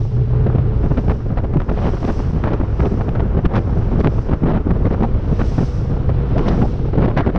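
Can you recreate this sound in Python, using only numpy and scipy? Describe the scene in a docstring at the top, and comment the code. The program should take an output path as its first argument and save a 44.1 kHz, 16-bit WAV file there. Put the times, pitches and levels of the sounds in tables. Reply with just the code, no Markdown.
"""An inflatable speedboat runs over choppy sea, heard through a small microphone port in the airstream.
Two beating sines drone and a gear whine sings, loud at first; they sink before 1 s and return higher after 5 s.
Throughout, shaped noise makes hull water, bow foam, deep airflow rumble, and a hiss each time the bow drops.
Lesser random gusts run throughout; from 0.3 s larger ones thump, tear and crackle; spikes crack from 0.5 s.
Bright noise bursts come from 3.6 s; pitched noise bands swish near 5.0, 6.4 and 7.2 s."""
import sys
import numpy as np
from scipy import signal
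from scipy.fft import rfft, irfft
from scipy.io import wavfile
from scipy.ndimage import uniform_filter1d

SR = 44100
rng = np.random.default_rng(int(sys.argv[2]) if len(sys.argv) > 2 else 0)


def materialize(psi):
    """Save the field psi as 16-bit PCM at rate SR to the path in sys.argv[1].

    A 1-D psi becomes a single channel; in a 2-D psi each row is a channel.
    """
    bounded = np.clip(np.atleast_2d(psi).T, -1, 1)
    quanta = np.round(bounded * 32767).astype(np.int16)
    wavfile.write(sys.argv[1], SR, quanta)


N = 325458
TIME = np.arange(N) / SR
# Spectra are relative; each sound is scaled after filtering. Level tables are before any *_gain_db.


def from_db(db):
    """Decibels to amplitude gain."""
    return 10 ** (np.asarray(db) / 20)


def rms_one(x):
    """Scale to unit power."""
    return x / np.sqrt(np.mean(x ** 2) + 1e-20)


def in_time(rows):
    """Interpolate each table column over TIME; the first column is time."""
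    s, *columns = np.transpose(rows)
    return [np.interp(TIME, s, column) for column in columns]


def swells(rows):
    """Sum of Gaussian bells in dB, one per row."""
    coarse_s = TIME[::40]
    total_db = sum(level_db * np.exp(-((coarse_s - middle_s) / half_width_s) ** 2)
                   for middle_s, half_width_s, level_db in rows)
    return np.interp(TIME, coarse_s, total_db)


def noise():
    """White noise."""
    return rng.standard_normal(N)


def drift(rate_hz):
    """Unit-power random curve, low-passed near rate_hz."""
    hz = np.arange(N // 2 + 1) * SR / N
    return rms_one(irfft(rfft(noise()) / (1 + (hz / rate_hz) ** 4), N))


def flutter(rate_hz, depth_db):
    """Unit-power random gain, extremes rounded by tanh."""
    return rms_one(from_db(depth_db * 2 * np.tanh(drift(rate_hz) / 2)))


def filtered(x, spectrum):
    """Shape the spectrum with a gain that leaves the power of white noise unchanged."""
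    spectrum_hz, spectrum_db = np.transpose(spectrum)
    bins_hz = np.arange(1, N // 2 + 2) * SR / N
    gain_db = np.interp(np.log(bins_hz), np.log(spectrum_hz), spectrum_db)
    return irfft(rfft(x) * rms_one(from_db(gain_db)), N)


def colour(x, spectrum):
    """Shape the spectrum; unit power."""
    return rms_one(filtered(x, spectrum))


def even(x, span_s):
    """Level the power over spans longer than span_s."""
    size = max(int(span_s * SR), 8)
    power = uniform_filter1d(uniform_filter1d(x ** 2, size), size)
    return x / np.sqrt(power + 1e-9)


def tone(hz):
    """Unit-power sine that follows a pitch curve."""
    return np.sqrt(2) * np.sin(2 * np.pi * np.cumsum(hz) / SR)


# short level dips: middle_s, half_width_s, depth_db (negative = rise)
DIPS = [(0.08, 0.045, 5.5), (0.281, 0.028, 3.5), (0.64, 0.017, 1), (1.025, 0.03, 3), (1.21, 0.048, 6),
        (1.357, 0.014, 5), (1.415, 0.011, 9), (1.49, 0.027, 4.5), (1.66, 0.019, 11), (1.992, 0.015, 9),
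        (2.155, .018, 5.5), (2.32, 0.011, 19), (2.661, 0.01, 9), (2.733, .014, -2.5), (3.055, 0.062, 4),
        (3.262, 0.019, 2), (3.419, 0.015, 13), (3.492, 0.014, 6), (3.643, 0.032, 6), (4.026, 0.0089, 7),
        (4.122, 0.025, -0.5), (4.232, 0.02, 5), (4.391, 0.025, 8.5), (4.637, 0.016, 13),
        (4.896, 0.0075, 10), (5.114, .016, 2.5), (5.215, 0.02, 3), (5.668, .014, 4), (5.723, 0.019, 3.5),
        (7.145, 0.019, 4.5), (7.238, 0.008, 10), (7.317, 0.0091, 16)]


def dip_gain():
    """Amplitude gain that dips briefly, often beside loud hits."""
    return from_db(-swells(DIPS))


# outboards: time_s, whine_hz, whine_db, drone_db
ENGINE = [(0, 427, -37.5, -18.5), (.4, 433, -33.5, -17), (.7, 435, -31.5, -21.5), (.95, 422, -37, -36.5),
          (3.3, 416, -50.5, -35.5), (5.2, 470, -44, -35), (5.65, 480, -37.5, -26), (6.2, 481, -38, -26),
          (6.85, 479, -40, -28.5), (7.38, 470, -44, -28)]
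WHINE_PER_DRONE = 3.7   # gear whine pitch / exhaust pitch


def outboards(drone_waver_hz, twin_hz_above, twin_db):
    """Two close exhaust sines beat into a throb; a thin gear whine follows the same engine speed."""
    whine_hz, whine_db, drone_db = in_time(ENGINE)
    drone_hz = whine_hz / WHINE_PER_DRONE
    first = tone(drone_hz + drone_waver_hz * drift(20))
    twin = tone(drone_hz + twin_hz_above + drone_waver_hz * drift(20)) * from_db(twin_db)
    drone = (first + twin) * flutter(rate_hz=30, depth_db=1.4)
    whine = tone(whine_hz + 4.5 * drift(25)) * flutter(rate_hz=22, depth_db=2.8)   # 4.5 Hz waver
    return drone * from_db(drone_db) + whine * from_db(whine_db)


# water along the hull: time_s, level_db
RUSH = [(0.0, -49), (0.45, -38), (1.27, -42.5), (1.91, -37), (4.8, -39), (5.9, -40.5), (6.45, -36),
        (6.8, -44), (7.38, -39.5)]
# water spectrum: freq_hz, density_db_per_hz
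WATER = [(150, -5), (400, 9.5), (600, 1.5), (900, 0.5), (1350, -2.5), (2000, -12.5), (3000, -19.5),
         (4300, -38), (6000, -39.5), (9000, -59)]


def hull_water(gain_db):
    """Turbulent water rushing along the hull: fluttering noise."""
    level_db, = in_time(RUSH)
    return colour(noise(), WATER) * flutter(rate_hz=49, depth_db=1.0) * from_db(level_db + gain_db)


# foam beside the tube: time_s, level_db
BOW_WAVE = [(0.0, -50.5), (0.78, -51), (1.35, -54), (1.62, -60), (1.79, -44.5), (1.93, -46.5), (2.63, -52),
            (3.33, -54.5), (3.95, -50.5), (4.27, -54.5), (4.77, -53.5), (5.55, -45.5), (5.75, -51),
            (6.04, -50.5), (6.47, -43), (6.68, -46.5), (7.38, -50)]
# foam spectrum: freq_hz, density_db_per_hz
FOAM = [(1000, -16), (2000, 1), (2900, 1), (4200, -4), (5200, -12), (7000, -39.5)]


def bow_foam(gain_db):
    """Bow-wave foam: finely grained noise under a slower flutter."""
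    level_db, = in_time(BOW_WAVE)
    grains = colour(noise() * flutter(rate_hz=430, depth_db=2.0), FOAM)
    return grains * flutter(rate_hz=35, depth_db=0.8) * from_db(level_db + gain_db)


# spray sheets, one per bow drop: start_s, hold_s, level_db
SPRAY = [(0.0, 0.025, -56.5), (0.896, 0.23, -59.5), (1.85, 0.049, -54.5), (2.069, 0.11, -51),
         (2.817, 0.14, -56.5), (3.596, 0.34, -61.5), (4.14, .05, -57), (4.892, 0.053, -63.5),
         (5.479, 0.19, -49), (6.49, 0.16, -53.5)]
SPRAY_RISE_DB_PER_S, SPRAY_FALL_DB_PER_S, MIST_DB = 57.5, 43, -68.5


def spray_strength():
    """Each sheet swells up to its start, holds and rains out; powers add over a constant mist."""
    power = from_db(MIST_DB) ** 2
    for start_s, hold_s, level_db in SPRAY:
        t = TIME - start_s
        rise_db = SPRAY_RISE_DB_PER_S * np.maximum(-t, 0)
        fall_db = SPRAY_FALL_DB_PER_S * np.maximum(t - hold_s, 0)
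        power = power + from_db(level_db - rise_db - fall_db) ** 2
    return np.sqrt(power)


# hiss spectrum: freq_hz, density_db_per_hz
HISS = [(900, -4), (2000, 3.5), (3200, 1.5), (4600, 4), (5400, 7.5), (5950, 4.5), (6500, -4.5), (7100, -8),
        (8500, -13.5), (10300, -26.5), (11200, -35), (13000, -42.5)]
# bright hiss spectrum: freq_hz, density_db_per_hz
BRIGHT_HISS = [(3000, -24.5), (5000, -2), (5900, 7.5), (6700, -4), (8500, -10), (10300, -15), (11200, -21),
               (13000, -34.5)]


def spray(hiss_gain_db, bright_gain_db, bright_growth):
    """Spray hiss with a brighter top layer, stronger where the hiss is louder."""
    sheets = spray_strength()
    hiss = colour(noise() * flutter(rate_hz=600, depth_db=1.5), HISS) * from_db(hiss_gain_db)
    bright = colour(noise() * flutter(rate_hz=1300, depth_db=4.5), BRIGHT_HISS)
    bright = bright * (sheets / sheets.max()) ** bright_growth * from_db(bright_gain_db)
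    return (hiss + bright) * sheets * flutter(rate_hz=25, depth_db=0.6)


# steady airflow, also sets the puffs: time_s, level_db
FLOW = [(0.0, -30), (0.659, -27), (1.17, -27), (2.36, -27), (2.769, -31), (3.021, -23), (4.4, -27),
        (4.851, -22.5), (5.71, -29.5), (6.56, -25.5), (6.66, -26), (6.93, -28.5), (7.09, -22), (7.38, -28)]
# slow eddies heaving at the port: middle_s, half_width_s, boost_db
BUFFETS = [(0.785, 0.036, 4.5), (0.84, 0.012, 3), (0.87, 0.018, 4.5), (0.917, 0.0098, 4.5),
           (0.98, .014, 2.5), (1.09, 0.02, 6), (1.389, 0.018, 9), (1.578, 0.01, 10.5), (1.882, 0.014, 4),
           (2.298, .014, 5), (2.364, 0.013, 3), (2.63, 0.019, 5), (2.815, 0.025, 7.5), (3.465, 0.014, 7),
           (3.814, 0.038, 2.5), (4.078, 0.013, 5.5), (4.192, 0.011, 4), (4.428, 0.017, 4), (4.821, .018, 3),
           (5.148, 0.015, 6.5), (5.484, 0.013, 4), (6.078, 0.015, 9), (6.19, 0.029, 4), (7.222, .01, 5)]
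# rumble spectrum: freq_hz, density_db_per_hz
RUMBLE = [(8, -12.5), (20, 0), (35, 1), (60, 2.5), (85, -1.5), (115, -1.5), (150, -12), (250, -35.5),
          (600, -95)]
# small-eddy spectrum: freq_hz, density_db_per_hz
AIRFLOW = [(60, -18), (130, 1.5), (200, 2), (300, -5.5), (420, -5), (600, -17), (1200, -40), (4000, -85)]
# tearing spectrum, rustle and gusts: freq_hz, density_db_per_hz
TEAR = [(150, -11.5), (350, -9), (520, 6.5), (750, 2.5), (1100, -3.5), (1500, -9.5), (2100, -25),
        (3000, -35.5), (5000, -56), (9000, -88.5)]
RUMBLE_DB, RUMBLE_FOLLOWS = -17.5, 0.41   # at mean airflow; share of the airflow's dB swing


def airstream(airflow_gain_db, rustle_db, dip, flow_follows):
    """Large eddies rumble and lurch with buffets, small ones flow and rustle; all follow the dips."""
    airflow_db, = in_time(FLOW)
    rumble_db = RUMBLE_DB + RUMBLE_FOLLOWS * (airflow_db - airflow_db.mean()) + swells(BUFFETS)
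    eddies = flutter(rate_hz=42, depth_db=2.5)
    lumps = rms_one(eddies ** 0.39) * flutter(rate_hz=14, depth_db=1.5)
    rumble = even(colour(noise(), RUMBLE), 0.031) * lumps * from_db(rumble_db)
    flow = even(colour(noise(), AIRFLOW), 0.02) * eddies * from_db(airflow_gain_db)
    rustle = colour(noise(), TEAR) * rms_one(eddies ** 2) * from_db(rustle_db)
    small_eddies = (flow * dip ** flow_follows + rustle * dip) * from_db(airflow_db)
    return rumble * dip + small_eddies


# short bright noise bursts on hard wind hits: middle_s, decay_s, level_db
BRIGHT_BURSTS = [(3.565, 0.0087, -42), (4.003, 0.0056, -45.5), (6.384, 0.0053, -44), (6.487, 0.0053, -34)]
# burst spectrum: freq_hz, density_db_per_hz
BURST = [(1500, -19), (3000, 5), (4200, -0.5), (5800, -5), (7000, -21), (10000, -36), (13000, -56)]


def bright_bursts(gain_db):
    """Bright bursts of noise, rising and decaying exponentially."""
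    strength = sum(from_db(level_db) * np.exp(-np.minimum(np.abs(TIME - middle_s) / decay_s, 20))
                   for middle_s, decay_s, level_db in BRIGHT_BURSTS)
    bright = even(colour(noise() * flutter(rate_hz=900, depth_db=0.5), BURST), 0.004)
    return bright * strength * from_db(gain_db)


# swishes at the housing edge: start_s, length_s, first_hz, last_hz, width_per_pitch, peak_db
SWISHES = [(5.034, .024, 894, 730, 0.191, -22.5), (6.346, 0.033, 458, 750, 0.1, -24),
           (6.375, 0.052, 485, 366, 0.057, -24), (6.366, 0.11, 1280, 947, .08, -39),
           (6.442, 0.047, 484, 690, 0.18, -27), (6.45, .1, 2010, 1664, .12, -41),
           (6.476, 0.13, 556, 289, 0.045, -38), (6.496, 0.039, 1140, 1260, 0.082, -39),
           (6.572, .048, 634, 397, 0.124, -26), (6.607, 0.057, 806, 674, 0.2, -25),
           (7.209, 0.055, 1724, 1390, 0.26, -38)]


def swishes():
    """Eddies shed from an edge make a noise band whose pitch glides with the air speed."""
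    out = np.zeros(N)
    shedding_hz = 100
    shedding = drift(shedding_hz) + 1j * drift(shedding_hz)
    for start_s, length_s, first_hz, last_hz, width_per_pitch, peak_db in SWISHES:
        near = slice(int(start_s * SR), int((start_s + length_s) * SR))
        progress = np.linspace(0, 1, len(TIME[near]))
        phase = 2 * np.pi * np.cumsum(first_hz * (last_hz / first_hz) ** progress) / SR
        read_speed = width_per_pitch * first_hz / shedding_hz   # faster reading widens the band
        wobble = np.interp(start_s / 2 + progress * length_s * read_speed, TIME, shedding)
        band = rms_one((wobble * np.exp(1j * phase)).real)
        arch = 2 * np.sqrt(progress * (1 - progress))
        out[near] += band * arch * from_db(peak_db)
    return out


# cracks where flow breaks off the port: start_s, tail_s, level_db
CRACKS = [(0.468, 0.0039, -25.5), (0.584, 0.004, -27), (0.974, 0.0055, -24), (1.571, 0.0018, -24),
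          (1.602, 0.0062, -21), (1.6185, 0.0028, -22.5), (1.6945, 0.0055, -24), (1.866, .008, -22.5),
          (2.05, .002, -23), (2.439, 0.0043, -17), (2.478, 0.0045, -26.5), (2.534, 0.0074, -19),
          (2.805, 0.0015, -16), (2.857, 0.0044, -21.5), (2.877, .001, -27.5), (3.091, 0.0026, -20),
          (3.452, 0.013, -16.5), (3.555, 0.017, -17.5), (3.58, .001, -17), (4.0056, 0.0019, -21.5),
          (4.01, 0.0044, -18.5), (4.047, 0.0018, -13.5), (4.073, 0.0016, -10), (4.334, 0.0024, -20.5),
          (4.708, 0.0033, -21.5), (4.855, 0.0026, -19.5), (4.906, 0.0024, -25.5), (5.033, 0.0023, -18),
          (5.415, 0.0051, -22), (5.5904, 0.0028, -30), (6.381, .005, -19.5), (6.393, 0.0024, -18.5),
          (6.47, 0.0038, -23), (6.4825, 0.0052, -18), (6.619, .003, -22.5), (6.6263, .004, -22),
          (6.984, .003, -24.5), (7.086, 0.0028, -27), (7.174, 0.023, -13.5), (7.207, 0.0034, -16.5),
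          (7.275, 0.003, -22.5), (7.299, 0.0039, -27.5), (7.361, 0.0018, -14.5)]
# crack spectrum: freq_hz, density_db_per_hz
SNAP = [(100, 8.5), (400, 4), (900, 7), (1600, 1), (3000, -12), (4300, -23), (6000, -30), (7200, -48),
        (10000, -70.5)]


def cracks(spike_s, gain_db):
    """Each crack is a pressure spike with the energy of spike_s of noise, plus a short ragged tail."""
    spikes, tails = np.zeros(N), np.zeros(N)
    for start_s, tail_s, level_db in CRACKS:
        first = int(start_s * SR)
        t = TIME[:N - first][:SR // 10]
        spikes[first] = from_db(level_db) * np.sqrt(spike_s * SR)
        tails[first:first + len(t)] += from_db(level_db) * np.exp(-(t / tail_s) ** 2)
    ragged = even(colour(noise() * flutter(rate_hz=2700, depth_db=7.0), SNAP), 0.0068)
    tail = ragged * uniform_filter1d(tails, size=32)
    return (filtered(spikes, SNAP) + tail) * from_db(gain_db)


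PUFFS_PER_S, PUFF_S = 13, 0.005   # PUFF_S: middle length, varied from half to double
PUFF_THUMP_DB, PUFF_TEAR_DB, PUFF_SPREAD_DB = -1, -8, 4.5   # relative to the airflow


def puffs():
    """Random lesser gusts that follow the airflow level; rows as in GUSTS."""
    flow_s, flow_db = np.transpose(FLOW)
    rows = []
    for k, (when, size, force) in enumerate(rng.uniform(-1, 1, (120, 3))):
        start_s = (k + .5 + when / 2) / PUFFS_PER_S
        level_db = np.interp(start_s, flow_s, flow_db) + PUFF_SPREAD_DB * force
        rows.append((start_s, PUFF_S * 2 ** size, level_db + PUFF_THUMP_DB, level_db + PUFF_TEAR_DB))
    return [row for row in rows if row[0] < TIME[-1]]


# gusts hitting the port: start_s, length_s, thump_db, tear_db
GUSTS = [(0.326, 0.037, -23, -34), (0.464, 0.01, -12.5, -26.5), (0.497, .008, -22, -29),
         (0.548, 0.013, -15, -26.5), (0.583, 0.0098, -17, -28.5), (0.83, 0.021, -18, -28.5),
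         (0.857, 0.0065, -17, -28), (0.907, 0.014, -12, -26), (0.969, 0.022, -13.5, -23),
         (1.079, 0.0066, -13, -25), (1.095, 0.025, -19.5, -22.5), (1.3, 0.03, -22.5, -33),
         (1.372, 0.017, -35, -23), (1.437, 0.016, -17.5, -27), (1.535, 0.014, -18.5, -26.5),
         (1.559, 0.016, -10, -30.5), (1.689, 0.011, -23, -23), (1.714, 0.0063, -12.5, -25.5),
         (1.77, 0.021, -24, -25), (1.816, 0.023, -32, -25.5), (1.839, 0.051, -18, -23.5),
         (1.935, 0.011, -21.5, -28), (1.968, 0.0096, -31, -26.5), (2.027, .008, -27, -26.5),
         (2.041, 0.011, -17, -26), (2.077, 0.031, -14.5, -23.5), (2.191, 0.013, -18, -27.5),
         (2.291, 0.01, -18, -40), (2.334, 0.035, -17.5, -45), (2.437, 0.03, -19, -24),
         (2.472, 0.019, -20, -21.5), (2.504, 0.046, -16.5, -25.5), (2.598, 0.018, -14.5, -26),
         (2.631, 0.0093, -20.5, -29), (2.795, 0.013, -14, -25), (2.821, 0.02, -19, -26),
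         (2.848, 0.022, -12.5, -25.5), (2.912, 0.03, -16.5, -37), (3.009, 0.01, -27, -23.5),
         (3.083, 0.01, -13.5, -28), (3.152, 0.013, -36, -24), (3.193, 0.014, -15.5, -23),
         (3.369, 0.027, -16, -26.5), (3.438, 0.033, -13, -37), (3.49, 0.034, -32, -28),
         (3.537, 0.055, -15.5, -21.5), (3.728, 0.011, -26, -43), (3.768, .016, -24, -31),
         (3.813, 0.013, -23, -30.5), (3.914, 0.024, -15, -29.5), (3.957, 0.054, -14, -32.5),
         (4.04, 0.018, -12.5, -21.5), (4.059, 0.023, -8.5, -24.5), (4.181, 0.011, -26, -30),
         (4.288, 0.012, -22.5, -26), (4.312, 0.033, -14.5, -24.5), (4.433, 0.0094, -9, -24.5),
         (4.457, 0.01, -12, -24.5), (4.468, 0.054, -16, -23.5), (4.534, 0.048, -16.5, -24.5),
         (4.667, 0.0059, -13, -31), (4.702, 0.017, -10.5, -24.5), (4.761, 0.011, -23, -30),
         (4.856, 0.019, -15, -25), (4.91, 0.0071, -15, -25.5), (4.924, 0.023, -27, -25),
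         (5.006, 0.0064, -12.5, -24), (5.021, 0.03, -13, -23), (5.315, 0.014, -12, -30),
         (5.393, 0.026, -17.5, -23.5), (5.433, .01, -20, -30), (5.58, 0.016, -14, -24),
         (5.603, 0.03, -13, -27), (5.897, 0.039, -18.5, -34), (5.965, 0.012, -23, -30.5),
         (6.089, 0.015, -16.5, -24), (6.307, .018, -19.5, -33), (6.359, 0.062, -15, -29.5),
         (6.455, 0.101, -14.5, -27.5), (6.571, 0.033, -17.5, -27.5), (6.615, 0.023, -11.5, -26.5),
         (6.853, 0.014, -20.5, -37), (6.93, 0.012, -16.5, -27), (6.956, .006, -15, -27),
         (6.976, 0.019, -10, -24.5), (7.004, 0.011, -17, -24.5), (7.018, 0.044, -13, -21.5),
         (7.077, 0.012, -17.5, -23), (7.098, 0.018, -27, -26.5), (7.166, 0.049, -14.5, -21),
         (7.264, 0.018, -12, -22), (7.287, 0.017, -14, -25), (7.348, 0.035, -15, -25.5)]
CATCH_S, LET_GO_S = 0.0007, 0.0042   # time constants of the tearing


def gust_strength():
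    """Thump and tear envelopes: exponential catch, hold, exponential release; the loudest gust wins."""
    thump, tear = np.zeros(N), np.zeros(N)
    for start_s, length_s, thump_db, tear_db in GUSTS + puffs():
        near = slice(max(int((start_s - .05) * SR), 0), int((start_s + length_s + .1) * SR))
        t = TIME[near] - start_s
        shape = np.exp(np.minimum(t, 0) / CATCH_S - np.maximum(t - length_s, 0) / LET_GO_S)
        thump[near] = np.maximum(thump[near], from_db(thump_db) * np.sqrt(shape))   # large eddies linger
        tear[near] = np.maximum(tear[near], from_db(tear_db) * shape)
    return thump, tear


# thump spectrum: freq_hz, density_db_per_hz
THUMP = [(30, -0.5), (80, -3), (150, 6), (250, -0.5), (400, -5), (600, -30.5), (1200, -46), (4000, -93)]
# crackle spectrum: freq_hz, density_db_per_hz
CRACKLE = [(800, -2), (1800, 12), (2600, 4), (3500, -2), (4500, -9), (6000, -19), (7200, -36), (10000, -49),
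           (13000, -61.5)]


def gusts(thump_gain_db, tear_gain_db, crackle_gain_db, crackle_growth, hard_gust_db, trough_share):
    """Clustered pressure kicks thump and tear at their crests; harder gusts crackle more."""
    thump, tear = gust_strength()
    kicks = noise() * flutter(rate_hz=232, depth_db=3.5) * flutter(rate_hz=46, depth_db=0.5)
    pressure = even(colour(kicks, THUMP), 0.017)
    crests = even(trough_share + np.abs(pressure), 0.0069)
    low = pressure * thump * from_db(thump_gain_db)
    mid = even(colour(kicks * crests, TEAR), 0.015) * tear * from_db(tear_gain_db)
    fine = even(colour(noise() * crests * flutter(rate_hz=450, depth_db=2.0), CRACKLE), 0.0088)
    hardness = (tear / from_db(hard_gust_db)) ** crackle_growth
    high = fine * tear * hardness * from_db(crackle_gain_db)
    return low + mid + high


def scene():
    """Engines and sea under the wind on the port; engines, hull water, foam and airstream share the dips."""
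    dip = dip_gain()
    boat = outboards(drone_waver_hz=8.22, twin_hz_above=16, twin_db=-7) * dip
    boat = boat + (hull_water(gain_db=2.0) + bow_foam(gain_db=-5.5)) * dip ** 0.37
    boat = boat + spray(hiss_gain_db=0.7, bright_gain_db=-9.5, bright_growth=0.5)
    wind = airstream(airflow_gain_db=0.05, rustle_db=-15.0, dip=dip, flow_follows=0.59)
    wind = wind + bright_bursts(gain_db=2.5)
    wind = wind + swishes() + cracks(spike_s=0.0011, gain_db=-2.5)
    wind = wind + gusts(thump_gain_db=-1.5, tear_gain_db=-1.74, crackle_gain_db=-10.5,
                        crackle_growth=0.59, hard_gust_db=-13.0, trough_share=0.82)
    return (boat + wind)[None]


def limiter(x, threshold_db, release_db_per_s):
    """Peaks above threshold duck the level, smoothed over 3 ms; it recovers at a constant dB rate."""
    over_db = np.maximum(20 * np.log10(np.abs(x) + 1e-9) - threshold_db, 0)
    release_db = release_db_per_s * TIME
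    held_db = np.maximum.accumulate(over_db + release_db, axis=-1) - release_db
    smoothing = np.exp(-1 / (.003 * SR))
    return x * from_db(-signal.lfilter([1 - smoothing], [1, -smoothing], held_db))


CUTOFF_HZ = 12700   # stopband edge


def record(dry):
    """Limit, round off the peaks, fade the ends over 3 ms and cut the top."""
    ceiling = 0.95
    limited = limiter(dry, threshold_db=-4.0, release_db_per_s=88.5)
    rounded = limited / (1 + (limited / ceiling) ** 4) ** (1 / 4)
    fade = np.clip(np.minimum(TIME, TIME[-1] - TIME) / .003, 0, 1)
    top_cut = signal.cheby2(12, 70, CUTOFF_HZ, fs=SR, output="sos")
    return signal.sosfilt(top_cut, rounded * fade)


dry = scene()
out = record(dry)
materialize(out)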